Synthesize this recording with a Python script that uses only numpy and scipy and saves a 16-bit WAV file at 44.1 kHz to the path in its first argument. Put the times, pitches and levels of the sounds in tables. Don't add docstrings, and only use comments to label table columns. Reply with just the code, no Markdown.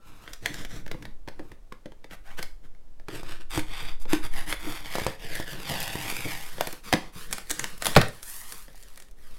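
import sys
import numpy as np
from scipy import signal
from scipy.fft import rfft, irfft
from scipy.io import wavfile

SR = 44100
rng = np.random.default_rng(int(sys.argv[2]) if len(sys.argv) > 2 else 0)


def dump_mix(stems):
    frames = np.atleast_2d(stems).T
    limited = np.clip(frames, -1, 1)
    pcm = np.round(limited * 32767).astype(np.int16)
    wavfile.write(sys.argv[1], SR, pcm)


N = 414076
T = np.arange(N) / SR

# f/Hz, width/Hz, gain/dB
LID_RESONANCES = [(111, 17, -5), (178.5, 25, 6), (300, 31, 11), (494, 58, 9.5), (730, 300, 1.5),
                  (1960, 150, -10)]


def blade_strokes(drum_db=-6, drum_db_per_s=1.5):
    # start/s, end/s, rasp/dB, hiss re rasp/dB
    cuts = [(3.098, 3.207, -43, -10), (3.246, 3.376, -45, -13), (3.415, 3.419, -49, -12),
            (3.515, 3.606, -35.5, -9), (3.676, 3.944, -40.5, -11.5), (4.016, 4.032, -52, 1),
            (4.097, 4.166, -33.5, -7), (4.237, 4.26, -41, -5), (4.327, 4.442, -41.5, -7.5),
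            (4.481, 4.536, -36, -4.5), (4.602, 4.818, -39.5, -5.5), (4.816, 5.152, -38, -7.5),
            (5.199, 5.281, -43, -9), (5.287, 5.443, -38, -7), (5.471, 5.56, -40, -5),
            (5.555, 5.992, -36, -4.5), (5.84, 6.378, -37.5, -2.5), (6.158, 6.588, -43.5, -1.5)]
    start, end, rasp, hiss = np.transpose(cuts)
    travel_s = (start + end) / 2 - start[0]
    return np.transpose([start, end, rasp, rasp + hiss, rasp + drum_db + drum_db_per_s * travel_s])


def blade():
    # f/Hz, gain/dB
    spectrum = [(47, -25), (80, -3), (182, -5.5), (248, -15), (386, -8.5), (750, -11.5), (1170, -16),
                (1800, -8.5), (2430, -13.5), (3540, -11.5), (4140, -20), (4800, -14.5), (5640, -21),
                (9000, -21.5), (12500, -20), (16000, -32)]
    return rub(blade_strokes(), spectrum, LID_RESONANCES,
               grains_per_s=450, grain_db=-1, judder_db=1.3, snag_db=-5, singing=True)


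def blade_jumps(cycles=1.94, ring_db=-19, chip_db=-15, chip_t60_s=0.027, size=6000):
    # t/s, level/dB, push f/Hz
    catches = [(3.085, -31, 900), (3.232, -28, 800), (3.576, -13.5, 1010), (4.954, -13, 657),
               (4.984, -15, 700), (5.018, -20, 380), (5.066, -11, 630), (5.4, -19, 506),
               (5.955, -20.5, 332), (6.082, -27, 298), (6.125, -25, 380)]
    out, t = np.zeros(N), np.arange(size) / SR
    for s, db, hz in catches:
        push = np.sin(2 * np.pi * hz * t) * fade(t, cycles / hz)
        chip = unit(band(rng.standard_normal(size), hz, 6000, order=1)) * fade(t, chip_t60_s)
        add(out, s, undb(db) * (push / push.max() + undb(ring_db) * box_ring(t) + undb(chip_db) * chip))
    return out


def tape_cracks(thud_db=-16):
    # t/s, level/dB, snap re level/dB, film f/Hz
    breaks = [(.277, -36.5, -18, 4300), (0.333, -42.5, 5.5, 5500), (.459, -21.5, -8, 6000),
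              (0.542, -37.5, 0.5, 4800), (.879, -41, -7, 5000), (1.053, -37, -11.5, 4970),
              (1.285, -38.5, -5.5, 4500), (2.427, -32.5, -0.5, 4480), (2.749, -59.5, -14, 6000),
              (3.593, -28.5, -9, 9000), (4.132, -22.5, -4, 9800), (4.526, -22.5, -12, 10000),
              (5.354, -36.5, 3, 11500), (5.803, -43.5, 12, 12500), (5.828, -36, 4, 12500),
              (5.879, -46, 10, 12000), (6.609, -22, -5.5, 13500), (6.671, -30.5, -1.5, 12500),
              (6.727, -47, 10, 14000), (7.311, -41, 1, 11000), (7.327, -27.5, 3, 9000),
              (7.332, -32.5, 2, 8800), (7.382, -33, -3.5, 10000), (7.497, -36, 4, 8500),
              (7.505, -28, 1, 7900), (7.511, -29.5, 6.5, 7900), (7.594, -27, 1.5, 6700),
              (7.642, -25.5, -4, 7550), (7.778, -48.5, 4, 13500), (7.822, -27, -3, 7100),
              (7.847, -37, 7.5, 11000), (7.856, -22.5, -1, 11000), (7.867, -19.5, -1.5, 9300),
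              (7.952, -25, -8, 8000), (8.014, -18.5, -8, 4350), (8.084, -47.5, 8, 9500),
              (8.229, -43, 6.5, 10000), (8.522, -41, 6, 9950), (8.777, -56.5, 2.5, 9000),
              (8.834, -56.5, 7, 7000), (8.975, -44.5, 0, 10000), (9.0, -48, 2, 8000), (9.022, -51, 2, 8500),
              (9.085, -59, -3, 9000)]
    rows = [(s, db, thud_db, snap_db, hz) for s, db, snap_db, hz in breaks]
    return cracks(rows, hold_s=0.00094, crack_t60_s=0.017, snap_t60_s=0.015, strain_db=-20)


def knocks(snap_db=-8.5, snap_per_thud=-0.29, thud_trim_db=-0.5, film_hz=4860):
    # t/s, level/dB, thud weight/dB
    blows = [(.649, -35, -4.5), (0.863, -41, 3), (.914, -32.5, -0.5), (0.945, -51, 17.5),
             (1.024, -41.5, -3), (1.276, -41.5, 10), (1.394, -43, 12), (1.517, -46, 3), (1.723, -40.5, 3),
             (1.858, -43.5, 10), (1.92, -52, 7), (2.043, -44, 2.5), (2.11, -44.5, 0), (2.392, -39, 6),
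             (2.998, -52.5, 4), (3.084, -35.5, 5.5), (4.054, -45, 9.5), (6.582, -39.5, 7),
             (6.672, -41.5, 11), (6.729, -40, 4), (6.927, -17, -8), (6.936, -15.5, 1), (7.963, -9, 0.5),
             (7.971, -14.5, 2), (8.681, -49, 3)]
    rows = [(s, db, thud + thud_trim_db, snap_db + snap_per_thud * thud, film_hz)
            for s, db, thud in blows]
    return cracks(rows, hold_s=0, crack_t60_s=0.019, snap_t60_s=0.025, strain_db=-26.5)


def panel_booms(release_s=7.963, lag_cycles=1.44, rise_s=0.00046, size=12000):
    # t/s, level/dB, f/Hz, t60/cycles
    jolts = [(.459, -10, 1930, 19), (0.947, -26, 130, 3), (1.283, -26, 840, 9), (1.395, -25, 316, 11),
             (1.721, -33.5, 1095, 33), (1.858, -39, 318, 12), (3.576, -27, 114.4, 21),
             (3.578, -18.5, 312, 22), (4.132, -10.5, 315, 22), (4.669, -28.5, 304, 31),
             (6.609, -8.5, 670, 9), (6.928, -12, 742, 33), (6.928, -20, 2080, 25), (6.938, -21.5, 320, 31),
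             (6.938, -22, 172, 17), (7.16, -29.5, 127, 5), (7.51, -28, 306, 17), (8.746, -39, 760, 8.5)]
    # f/Hz, level/dB, t60/s
    flap_modes = [(113.7, -12.5, 0.18), (149.4, -1, 0.052), (484, -8.5, 0.06), (559, -2, 0.045),
                  (786, -13, 0.056), (1120, -10, 0.04), (1436, 1.5, 0.011), (1834, -4, 0.023)]
    swings = [(s, db, hz, cycles / hz) for s, db, hz, cycles in jolts]
    swings += [(release_s + lag_cycles / hz, db, hz, t60_s) for hz, db, t60_s in flap_modes]
    out, t = np.zeros(N), np.arange(size) / SR
    attack = 1 - np.exp(-t / rise_s)
    for s, db, hz, t60_s in swings:
        add(out, s, undb(db) * np.sin(2 * np.pi * hz * t) * fade(t, t60_s) * attack)
    return out


def flap_strokes(drum_db=-6):
    # start/s, end/s, rasp/dB, lightness/dB
    slides = [(6.484, 6.796, -47, -3), (6.849, 6.915, -44, -4), (6.95, 7.105, -54.5, -11),
              (7.141, 7.27, -46, -1.5), (7.265, 7.44, -49, -6.5), (7.45, 7.786, -46.5, -4.5),
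              (7.81, 7.957, -39, -2), (7.956, 8.1, -59, 0), (8.1, 8.218, -54.5, -2), (8.227, 8.427, -49, 8),
              (8.353, 8.652, -50, 3), (8.571, 9.105, -60, -2), (9.167, 9.459, -59, -2.5)]
    start, end, rasp, lightness = np.transpose(slides)
    return np.transpose([start, end, rasp, rasp + lightness, rasp + drum_db - lightness])


def flap():
    # f/Hz, gain/dB
    spectrum = [(47, -38), (80, -15), (119, -9), (700, -13), (1170, -8.5), (3960, -14), (6500, -11.5),
                (11000, -5.5), (16000, -15.5)]
    # f/Hz, width/Hz, gain/dB
    resonances = [(174, 30, 11), (486, 33, 13), (1150, 150, -5.5), (1840, 180, 6), (3250, 500, -1.5),
                  (4500, 450, -0.5)]
    return rub(flap_strokes(), spectrum, resonances,
               grains_per_s=500, grain_db=-6, judder_db=0.7, snag_db=-7)


def hand_strokes(hiss_db=-7.5):
    # start/s, end/s, rasp/dB, drumming/dB
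    touches = [(0, 0.172, -56.5, -51), (0.17, 0.375, -52.5, -52), (0.426, 0.517, -49.5, -42.5),
               (0.523, 0.648, -48, -47.5), (0.7, 0.808, -49.5, -42.5), (0.796, 1.15, -64, -44),
               (1.32, 1.57, -63.5, -54), (2.118, 2.142, -48.5, -48), (2.252, 2.359, -53, -61),
               (2.389, 2.392, -40.5, -47), (2.41, 2.448, -50.5, -65), (2.646, 2.66, -59.5, -65)]
    start, end, rasp, drum = np.transpose(touches)
    return np.transpose([start, end, rasp, rasp + hiss_db, drum])


def hands():
    # f/Hz, gain/dB
    spectrum = [(47, -17), (109, 6.5), (174, 1), (212, 2), (296, -0.5), (718, -15.5), (1000, -16.5),
                (1900, -19), (3170, -21), (4900, -27.5), (13700, -32), (16000, -40)]
    return rub(hand_strokes(), spectrum, LID_RESONANCES,
               grains_per_s=500, grain_db=-5, judder_db=1.1, snag_db=-2, singing=True)


def rub(strokes, spectrum, resonances, grains_per_s, grain_db, judder_db, snag_db, singing=False):
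    start_s, end_s, rasp_db, hiss_db, drum_db = np.transpose(strokes)
    grains = (rng.random(N) < grains_per_s / SR) * rng.standard_normal(N)
    force = unit(undb(grain_db) * unit(grains) + rng.standard_normal(N))
    force *= undb(judder_db * (walk(45) + walk(220)))
    force *= 1 + undb(snag_db) * pulses(per_s=41, cap=2.5, t60_s=0.0039)
    ring = sum(undb(db) * resonate(force, hz * undb(0.16 * walk(4)), width_hz) / 2
               for hz, width_hz, db in resonances)
    sound = colour(force + ring + (sing(force) if singing else 0), spectrum)
    delay_s = 0.0007 * undb(4 * walk(5))
    sound = sound + 0.48 * np.interp(T - delay_s, T, sound)
    rasp = unit(band(sound, 700, 5500)) * swell(start_s, end_s, rasp_db)
    flicker = undb(1.6 * walk(40))
    hiss = unit(band(sound, 5500, 17000) * flicker) * swell(start_s, end_s, hiss_db)
    corrugations = undb(5.6 * walk(35))
    drumming = unit(band(sound, 90, 700) * corrugations) * swell(start_s, end_s, drum_db)
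    return rasp + hiss + drumming


def sing(force):
    # start/s, end/s, first f/Hz, last f/Hz, gain/dB, Q
    glides = [(0.405, 0.838, 5200, 6170, 5.5, 1.7), (2.082, 2.172, 1700, 1470, 5, 2.6),
              (2.22, 2.35, 1250, 1900, 6, 2.4), (2.9, 3.603, 326, 329, 17, 10),
              (3.0, 3.95, 8100, 8400, 6.5, 11), (3.667, 3.96, 2720, 3350, -6, 2.7),
              (4.0, 4.865, 317, 306, 16.5, 11.5), (4.047, 4.8, 1590, 1360, 0, 2),
              (4.19, 4.606, 10300, 10100, 6, 16), (4.79, 5.594, 4900, 4370, -5, 22),
              (4.836, 5.556, 1670, 1710, 3.5, 16), (4.814, 5.15, 2220, 2240, 3, 20),
              (5.62, 5.92, 4600, 4850, -3, 5.9), (5.621, 5.98, 2940, 2700, -0.5, 7.2),
              (5.9, 6.492, 2600, 2120, 6.5, 11)]
    out = np.zeros(N)
    for start_s, end_s, first_hz, last_hz, db, q in glides:
        push = force[int(start_s * SR):int(end_s * SR)]
        along = np.linspace(0, 1, len(push))
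        ring = resonate(push, first_hz + (last_hz - first_hz) * along, first_hz / q)
        add(out, start_s, undb(db) * ring * np.sqrt(np.abs(np.sin(np.pi * along))))
    return out


def cracks(rows, hold_s, crack_t60_s, snap_t60_s, strain_db, size=6000):
    # f/Hz, gain/dB
    spectrum = [(47, -23.5), (80, -6.5), (194, 23), (316, 2.5), (431, 0), (718, -7.5), (1100, -9.5),
                (1850, -2), (2840, -11.5), (3400, -8), (4050, -11.5), (11200, -15.5), (16000, -21)]
    lead_s, strain_s, rise_s, thud_t60_s = 0.015, 0.0074, 0.000077, 0.045
    crack_db, film_ring_db, film_q = -0.5, 3.5, 3.9
    out, t = np.zeros(N), np.arange(size) / SR - lead_s
    age_s = np.maximum(t, 0)
    scale = np.sqrt(0.004 * SR / size)
    attack = 1 - np.exp(-age_s / rise_s)
    strain = undb(strain_db) * np.exp(-np.abs(t) / strain_s)
    for s, db, thud_db, snap_db, film_hz in rows:
        noise = rng.standard_normal((3, size))
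        pace = undb(2 * rng.standard_normal())
        decay_s = np.maximum(age_s * pace - hold_s, 0)
        crack = noise[0] * (strain + attack * fade(decay_s, crack_t60_s))
        crack = band(colour(crack, spectrum), 600, 4000)
        film = noise[1] * (strain + attack * fade(decay_s, snap_t60_s))
        film = band(colour(film, spectrum), 4000, 17000)
        film = film + undb(film_ring_db) * signal.lfilter(*signal.iirpeak(film_hz, film_q, SR), film)
        push = band(noise[2] * attack * fade(age_s, thud_t60_s), 190, 530, order=2)
        thud = unit(unit(push) + unit(box_ring(age_s) * attack))
        burst = undb(crack_db) * unit(crack) + undb(snap_db) * unit(film) + undb(thud_db) * thud
        add(out, s - lead_s, scale * undb(db) * burst)
    return out


def box_ring(t):
    # f/Hz, level/dB, t60/s
    modes = [(145.5, 8.5, 0.026), (193, -16.5, 0.11), (335, -2, 0.13), (382, -14.5, 0.013), (511, -2, 0.11),
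             (647, -15.5, 0.033), (914, 3.5, 0.023)]
    ring = np.zeros(len(t))
    for hz, db, t60_s in modes:
        weight, detune = rng.standard_normal(2)
        tone = np.sign(detune) * np.sin(2 * np.pi * hz * (1 + 0.03 * detune) * t)
        ring += undb(db + 3 * weight) * tone * fade(t, t60_s)
    return ring


def tape_crinkle(trim_db=-0.5):
    start_s, end_s, _, hiss_db, _ = np.vstack([hand_strokes(), blade_strokes(), flap_strokes()]).T
    ticks = pulses(per_s=32, cap=3, t60_s=0.006) * rng.standard_normal(N)
    return 2 * band(ticks, 5000, 16000, order=1) * swell(start_s, end_s, hiss_db + trim_db)


def fold_creak(start_s=8.36, end_s=9.27, level_db=-62):
    ticks = pulses(per_s=60, cap=2, t60_s=0.0072) * rng.standard_normal(N)
    return unit(band(ticks, 2500, 13000, order=1)) * swell([start_s], [end_s], [level_db])


def whistle(end_s=0.41, first_hz=1350, last_hz=1260, level_db=-63):
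    hz = np.interp(T, [0, end_s], [first_hz, last_hz]) * (1 + 0.006 * walk(46))
    envelope = undb(level_db + 3 * walk(20)) * np.clip((end_s - T) / 0.013, 0, 1)
    return np.sin(2 * np.pi * np.cumsum(hz) / SR) * envelope


def room(x, wet_db, low_t60_s=0.29, treble_t60_s=0.31, treble_db=-4, build_s=0.004, size=22000):
    t = np.arange(size) / SR
    low = band(rng.standard_normal(size), 90, 3500, order=1) * fade(t, low_t60_s)
    treble = band(rng.standard_normal(size), 3500, 16000, order=1) * fade(t, treble_t60_s)
    tail = (low + undb(treble_db) * treble) * np.clip(t / build_s - 0.5, 0, 1)
    mid_gain = np.sqrt(np.sum(band(tail, 500, 3000) ** 2) * SR / 5000)
    return x + undb(wet_db) * signal.fftconvolve(x, tail / mid_gain)[:N]


def air(room_db=-54.5, rumble_db=-9, sway_db=8):
    # f/Hz, gain/dB
    spectrum = [(24, 3), (40, 0), (66, -11), (150, -16.5), (450, -20), (2000, -36), (8000, -41.5),
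                (16000, -47.5)]
    # t/s, level/dB
    draught = [(0, -51), (.81, -36), (1.83, -48), (2.35, -39.5), (2.9, -45), (3.5, -35), (4.39, -30.5),
               (4.81, -39.5), (7.82, -45.5), (7.97, -35.5), (8.24, -49), (9.39, -43)]
    still = unit(colour(rng.standard_normal(N), spectrum)) * undb(room_db)
    rumble = unit(band(rng.standard_normal(N), 18.4, 40)) * undb(rumble_db)
    sway = unit(band(rng.standard_normal(N), 3.3, 8.6, order=2)) * undb(sway_db)
    return still + (rumble + sway) * undb(np.interp(T, *np.transpose(draught)))


def swell(starts_s, ends_s, levels_db, ease_s=0.021):
    power = np.zeros(N)
    for start_s, end_s, db in zip(starts_s, ends_s, levels_db):
        size = max(int((end_s - start_s + 2 * ease_s) * SR), 2)
        speed = np.sin(np.linspace(0, np.pi, size))
        add(power, start_s - ease_s, (undb(db) * speed) ** 2)
    return np.sqrt(power)


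def pulses(per_s, cap, t60_s):
    kicks = (rng.random(N) < per_s / SR) * np.minimum(rng.exponential(size=N), cap)
    return signal.lfilter([1], [1, -fade(1 / SR, t60_s)], kicks)


def resonate(force, hz, width_hz):
    carrier = np.exp(2j * np.pi * np.cumsum(hz) / SR)
    pole = np.exp(-np.pi * width_hz / SR)
    return 2 * np.real(carrier * signal.lfilter([1 - pole], [1, -pole], force / carrier))


def colour(x, spectrum, size=4096):
    hz, db = np.transpose(spectrum)
    bins_hz = np.arange(size // 2 + 1) * SR / size
    gain = undb(np.interp(np.log(bins_hz + 1), np.log(hz), db))
    cepstrum = irfft(np.log(gain))
    cepstrum[1:size // 2] *= 2
    cepstrum[size // 2 + 1:] = 0
    return signal.fftconvolve(x, irfft(np.exp(rfft(cepstrum))))[:len(x)]


def band(x, lo_hz, hi_hz, order=3):
    return signal.sosfilt(signal.butter(order, [lo_hz, hi_hz], "band", fs=SR, output="sos"), x)


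def walk(per_s):
    knots = rng.standard_normal(N // 40)
    return np.interp(T * per_s, np.arange(len(knots)), knots)


def fade(t, t60_s):
    return np.exp(-np.log(1000) * t / t60_s)


def add(out, start_s, sound):
    i = max(int(start_s * SR), 0)
    out[i:i + len(sound)] += sound[:N - i]


def undb(db):
    return 10 ** (np.asarray(db) / 20)


def unit(x):
    return x / np.sqrt(np.mean(x ** 2) + 1e-20)


def scene():
    rubbing = hands() + blade() + flap() + tape_crinkle() + fold_creak() + whistle()
    knocking = knocks()
    mix = room(rubbing + tape_cracks(), wet_db=-7)
    mix += room(knocking + blade_jumps(), wet_db=-8)
    mix += room(panel_booms(), wet_db=-9)
    return (mix + air())[None]


def record(dry, top_hz=16000):
    return signal.sosfilt(signal.ellip(8, 0.2, 70, top_hz, fs=SR, output="sos"), np.tanh(dry))


dry = scene()
out = record(dry)
dump_mix(out)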